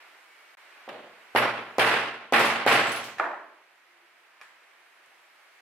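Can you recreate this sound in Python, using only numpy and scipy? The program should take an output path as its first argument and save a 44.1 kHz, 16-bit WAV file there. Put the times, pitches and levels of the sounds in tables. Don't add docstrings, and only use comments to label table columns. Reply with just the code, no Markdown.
import sys
import numpy as np
from scipy import signal
from scipy.io import wavfile
from scipy.ndimage import uniform_filter1d

SR = 44100
rng = np.random.default_rng(int(sys.argv[2]) if len(sys.argv) > 2 else 0)


def boost(x):
    u = np.asarray(x, float) / 20
    return 10 ** u


def file_out(sig):
    cols = np.atleast_2d(sig).T
    lim = np.clip(cols, -1, 1)
    pcm = np.round(lim * 32767).astype(np.int16)
    wavfile.write(sys.argv[1], SR, pcm)


N = 247401

# [t/s, peak level/dB, gain duck/dB, room over the peak/dB, brightness/dB per octave]
BLOWS = [
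    (0.8775, -30.5, 7.5, -9, 0),
    (1.349, -12, 7.5, -7, -3),
    (1.7829, -10, 15, -8.5, -1),
    (2.3234, -10.5, 15.5, -8, -1.5),
    (2.6633, -8.5, 13, -8.5, -1),
]
# [f/Hz, t60/s]
ROOM_DECAY = [(100, 0.74), (300, 0.67), (1000, 0.65), (3000, 0.67), (7000, 0.57), (15000, 0.37)]
# [f/Hz, correlation]
ROOM_ALIKE = [(60, .995), (130, .995), (290, .97), (640, .85), (1410, .55), (3100, .3), (6000, -.2),
              (9000, 0), (15000, -.2)]


def unit(x):
    return x / np.sqrt(np.mean(x ** 2) + 1e-20)


def along(points, hz):
    f, v = np.transpose(points)
    return np.interp(np.log(hz + 1), np.log(f + 1), v)


def curves(rows):
    s, *cols = np.transpose(rows)
    return [np.interp(np.arange(N) / SR, s, c) for c in cols]


def add(out, s, x):
    part = out[:, round(s * SR):][:, :x.shape[-1]]
    part += x[..., :part.shape[1]]


def wobble(shape, rate):
    place = np.arange(shape[-1]) * rate / SR
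    knots = rng.standard_normal((shape[0], int(place[-1]) + 2))
    ease = .5 - .5 * np.cos(np.pi * (place % 1))
    left = place.astype(int)
    return knots[:, left] * (1 - ease) + knots[:, left + 1] * ease


def diffuse(size, spectrum, alike, tilt_db, patchy_db, decay=None):
    # [f/Hz, left minus right/dB]
    side_lean = [(60, 0), (240, 0.5), (950, -1.5), (3770, -2), (15000, -2.5)]
    hz, t, z = signal.stft(rng.standard_normal((2, size)), SR, nperseg=1024, noverlap=768)
    field = uniform_filter1d(rng.standard_normal(z.shape[1:]), 8, 0)
    field = uniform_filter1d(field, 6, 1)
    colour = boost(along(spectrum, hz) + tilt_db * np.log2((hz + 50) / 1000))[:, None]
    z = z * boost(patchy_db * unit(field)) * colour / np.sqrt(np.mean(colour ** 2))
    if decay:
        z = z * boost(-60 * t / along(decay, hz)[:, None])
    turn = np.arccos(np.clip(along(alike, hz), -1, 1))[:, None] / 2
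    mid, side = z[0] * np.cos(turn), z[1] * np.sin(turn)
    lean = boost(along(side_lean, hz) / 2)[:, None]
    pair = np.array([(mid + side) * lean, (mid - side) / lean])
    return signal.istft(pair, SR, nperseg=1024, noverlap=768)[1][:, :size]


def ring(modes, t, attack, waver):
    hz, db, t60 = np.transpose(modes)[..., None]
    size = boost(db + 2 * rng.standard_normal(db.shape) - 60 * t / t60)
    size = size * boost(2.5 * waver * wobble(size.shape, 45))
    phase = 2 * np.pi * hz * t + waver * wobble(size.shape, 29.9)
    return np.sum(size * np.sin(phase), axis=0) * (1 - np.exp(-t / attack))


def swell(start, attack, hold, release, hz, db, rest_db, flutter_db):
    corners = np.cumsum([start, attack, hold, release])
    level_db = np.interp(np.arange(N) / SR, corners, [rest_db, db, db, rest_db])
    phase = 2 * np.pi * np.cumsum(hz + 5 * wobble((1, N), 15)) / SR
    return boost(level_db + flutter_db * wobble((1, N), 25)) * np.sin(phase)


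def air():
    # [t/s, level/dB]
    traffic = [(0, -52), (.25, -56), (.5, -55), (.85, -51.5), (1.3, -53.5), (3.6, -54), (4.7, -54.5),
               (5.3, -56), (5.61, -56)]
    # [f/Hz, level/dB per Hz]
    street_colour = [(135, -62), (170, -36), (240, -24.5), (350, -11.5), (470, -12.5), (680, -6.5),
                     (1100, -5.5), (1700, -3), (2300, -4), (2900, -9.5), (3600, -15), (5000, -21),
                     (7000, -35), (10000, -72)]
    # [f/Hz, correlation]
    street_alike = [(60, 0.49), (130, 0.85), (290, 0.63), (640, 0.62), (1410, 0.56), (3100, 0.39),
                    (6820, -1.1), (15000, -0.74)]
    # [f/Hz, level/dB per Hz]
    hiss_colour = [(1000, -15.5), (4000, 4), (7000, -0.5), (10000, -2), (13000, -4), (16000, -11)]
    # [start t/s, attack/s, hold/s, release/s, f/Hz, level/dB, rest level/dB, flutter/dB]
    brake_squeal = (.22, .09, .24, .012, 2250, -61, -90, 1.5)
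    engine_drone = (3.8, .12, .12, .1, 348, -71, -86, 5)
    engine_hum = (3.3, .3, .7, .3, 168, -94, -99, 4)
    street_db, = curves(traffic)
    after = np.arange(N) / SR - 2.04
    sag_db = -np.clip(10.5 - 2.5 * after, 0, None) * np.clip(after / .3, 0, 1)
    street = boost(street_db) * diffuse(N, street_colour, street_alike, 0, patchy_db=0.5)
    hiss = boost(-67) * diffuse(N, hiss_colour, [(1000, 0.12)], 0, patchy_db=-1.5)
    return boost(sag_db) * (street + hiss) + swell(*brake_squeal) + swell(*engine_drone) + swell(*engine_hum)


def jingles():
    # [f/Hz, t60/s]
    steel_modes = [(5480, 0.52), (7560, 0.25), (7770, 1), (9308, 0.16), (9647, 0.12), (10180, 0.19),
                   (11280, 0.19), (12180, .12), (13130, .15)]
    # [t/s, peak level/dB, ring level/dB, most ringing part f/Hz]
    shaken = [(1.361, -38.5, 1, 5480), (1.372, -33, 4, 11280), (1.8, -38, -5, 10180), (1.86, -25, -9, 9308),
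              (2.34, -33, -6.5, 7770), (2.394, -17, -15, 13130), (2.455, -26, -5, 10180),
              (2.69, -19.5, -16, 7500), (2.725, -20, -12.5, 10180), (2.869, -33.5, -13.5, 7770),
              (2.918, -31.5, -5, 9647), (2.961, -35, -8, 10180), (3.041, -36.5, -18, 13130),
              (3.197, -54, -16, 7560)]
    # [t/s, peak level/dB, ring level/dB, part f/Hz]
    handled = [
        (.8925, -48, -18, 10180),
        (4.4133, -51, -16, 10180),
        (4.421, -68, -4, 7560),
        (4.947, -65, -15, 9308),
        (5.06, -54.5, -28, 9308),
        (5.54, -69, -17, 7770),
    ]
    out, t = np.zeros((2, N)), np.arange(SR // 3) / SR
    contacts = [(*row, -4.5) for row in shaken]
    contacts += [(*row, -17) for row in handled]
    echo_colour = [(1500, 4), (4000, 2.5), (9000, -6.5), (16000, -10.5)]  # f/Hz, level/dB per Hz
    for s, db, ring_db, part_hz, echo_db in contacts:
        modes = [(hz, ring_db - 90 * abs(np.log2(hz / part_hz)), t60)
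                 for hz, t60 in steel_modes if .8 < hz / part_hz < 1.25]
        click = uniform_filter1d(rng.standard_normal((2, len(t))), size=3) * boost(4.5 - 60 * t / 0.0138)
        click = click - uniform_filter1d(click, size=16)
        echo = diffuse(len(t), echo_colour, ROOM_ALIKE, 0, patchy_db=2.5, decay=ROOM_DECAY)
        steel = [ring(modes, t, .001, waver=.7), ring(modes, t, .001, waver=.7)]
        tick = click + steel * boost([[-1.5], [1.5]]) + boost(echo_db) * echo
        add(out, s, boost(db) * tick * np.cos(1.5 * np.pi * t))
    return out


def knocks():
    # [t/s, peak level/dB, room over the peak/dB, brightness/dB per octave]
    contacts = [(0.8922, -28.5, -27, 9.5), (3.184, -28.5, -9, 7.5), (3.1981, -9.5, -16, -1.5),
                (3.2256, -35, -23, 1), (3.241, -19.5, -17.5, -3), (3.2555, -27, -25, -0.5),
                (3.274, -28, -23, -4), (3.314, -34, -17, 0), (3.333, -26.5, -32, -13.5),
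                (3.344, -34, -17, 0), (4.405, -50, -13, 3), (4.4133, -38, -12.5, 10.5),
                (4.4198, -40.5, -18, 7.5)]
    # [f/Hz, level/dB, t60/s]
    handle = [(797, -2, 0.03), (1013, 0, 0.009), (1300, 12.5, 0.0083), (1710, 4.5, 0.017), (2410, -6, 0.03),
              (3800, -15.5, 0.011), (5160, -14.5, 0.0054)]
    # [f/Hz, level/dB per Hz]
    dull_room = [(59, -75), (100, -41), (339, -8), (458, -11), (684, 2.5), (741, -10), (819, 1.5),
                 (924, 0.5), (1720, -2), (3010, -22.5), (12000, -61), (15600, -90), (22000, -120)]
    out, t = np.zeros((2, N)), np.arange(SR // 2) / SR
    for s, db, room_db, tilt_db in contacts:
        modes = [(hz, level + tilt_db * np.log2(hz / 1000), t60 * boost(-.6 * tilt_db))
                 for hz, level, t60 in handle]
        snap = np.diff(uniform_filter1d(rng.standard_normal(len(t) + 1), size=6))
        snap = snap * boost(-11.5 + 1.46 * tilt_db - 60 * t / 0.002)
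        room = diffuse(len(t), dull_room, ROOM_ALIKE, tilt_db, patchy_db=0.5, decay=ROOM_DECAY)
        room = room * (1 - np.exp(-t / 0.00097))
        wood = boost(-6.0) * (ring(modes, t, 0.00064, waver=0) + snap) * boost([[-1], [1]])
        add(out, s, boost(db) * (wood + boost(room_db) * room))
    return signal.sosfilt(signal.butter(3, 260, 'high', fs=SR, output='sos'), out)


def blows():
    # [delay/ms, left level/dB, right level/dB]
    echoes = [(1.7, -14, -15), (2.65, -9, -9), (3.9, -5, -3), (5.2, -13, -11), (7.5, -10, -10)]
    # [f/Hz, level/dB, t60/s]
    bench = [(116.9, -24, 0.59), (129, -27.5, 0.46), (182, -26, 0.57), (233, -20, 0.74), (315, -28, 0.39),
             (453, -14.5, 0.58), (520, -28, 0.37), (571, -18.5, 0.66), (616, -13.5, 0.56),
             (684, -18.5, 0.72), (806, -13, 0.59), (1069, -16, 0.73), (1381, -20.5, 0.77),
             (1977, -17, 0.66)]
    # [f/Hz, level/dB per Hz]
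    tap_room = [(60, -56), (120, -20), (250, -9), (400, -4), (600, 0.5), (850, -4.5), (1200, -8),
                (2000, -11.5), (2800, -12), (4000, -19.5), (5500, -33.5), (16000, -41)]
    # [f/Hz, level/dB per Hz]
    blow_room = [(40, -78), (60, -64.5), (120, -21.5), (170, -19.5), (330, -5.5), (520, -4.5), (800, -1.5),
                 (1300, 1), (2000, 0.5), (2700, -2), (3500, -8.5), (5000, -15), (6900, -25.5),
                 (10000, -19.5), (16000, -31)]
    wall_s = 0.011
    out, t = np.zeros((2, N)), np.arange(SR) / SR
    for answer, (s, db, duck_db, room_db, tilt_db) in zip([tap_room] + 4 * [blow_room], BLOWS):
        force_db = db + duck_db
        late_ms = 1000 * t[:SR // 20] - 1.9
        u = late_ms / np.where(late_ms < 0, .34, .5)
        push = (1 - u * u) * np.exp(-u * u / 2) * (1 - .45 * np.tanh(u + .6)) * boost(2)
        crack = rng.standard_normal((2, SR // 20)) * boost(-26 + 0.9 * force_db) * np.exp(-(late_ms + .9) ** 4)
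        grit = uniform_filter1d(crack, size=5) * boost(4.5)
        add(out, s, boost(force_db) * (push * boost([[-.8], [.8]]) + crack + grit))
        for ms, *side_db in echoes:
            add(out, s + ms / 1000, boost(force_db) * (push + grit) * boost(side_db)[:, None])
        wall = 0.74 + 0.34 * np.exp(-np.abs(t - wall_s) / 0.0054)
        fill = 0.27 * (t > .002) + wall / (1 + np.exp(-(t - wall_s) / 0.00034))
        colour = [(hz, level + tilt_db * np.log2(np.clip(hz, 700, 9000) / 1000)) for hz, level in answer]
        room = fill * diffuse(len(t), colour, ROOM_ALIKE, 0, patchy_db=0.4, decay=ROOM_DECAY)
        room = room * boost(1.6 * wobble((1, len(t)), 151.5))
        room = room + ring(bench, t, 0.013, waver=0.19)
        add(out, s, boost(force_db + room_db) * room)
    return out


def scene():
    return air() + jingles() + knocks() + blows()


def low_pass(x):
    return signal.sosfilt(signal.butter(12, 15830, fs=SR, output="sos"), x)


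def record(dry):
    # [from t/s, to t/s, level/dB]
    scene_change = (.552, .5703, -40)
    t, gain_db = np.arange(N) / SR, np.zeros(N)
    for s, _, duck_db, *_ in BLOWS:
        after = np.clip(t - s, 0, None) / 0.17
        gain_db = np.where(t >= s, -duck_db * np.exp(-after ** 1.16), gain_db)
    from_s, to_s, gap_db = scene_change
    gap = uniform_filter1d(1.0 * ((t > from_s) & (t < to_s)), 60)
    ends = np.clip(np.minimum(t, t[::-1]) / .004, 0, 1)
    mix = dry * boost(gain_db) * ends
    mix = signal.sosfiltfilt(signal.butter(3, 88, 'high', fs=SR, output='sos'), mix)
    mix = signal.sosfiltfilt(signal.butter(12, 15950, fs=SR, output='sos'), mix)
    return low_pass(mix * boost(gap_db * gap))


dry = scene()
out = record(dry)
file_out(out)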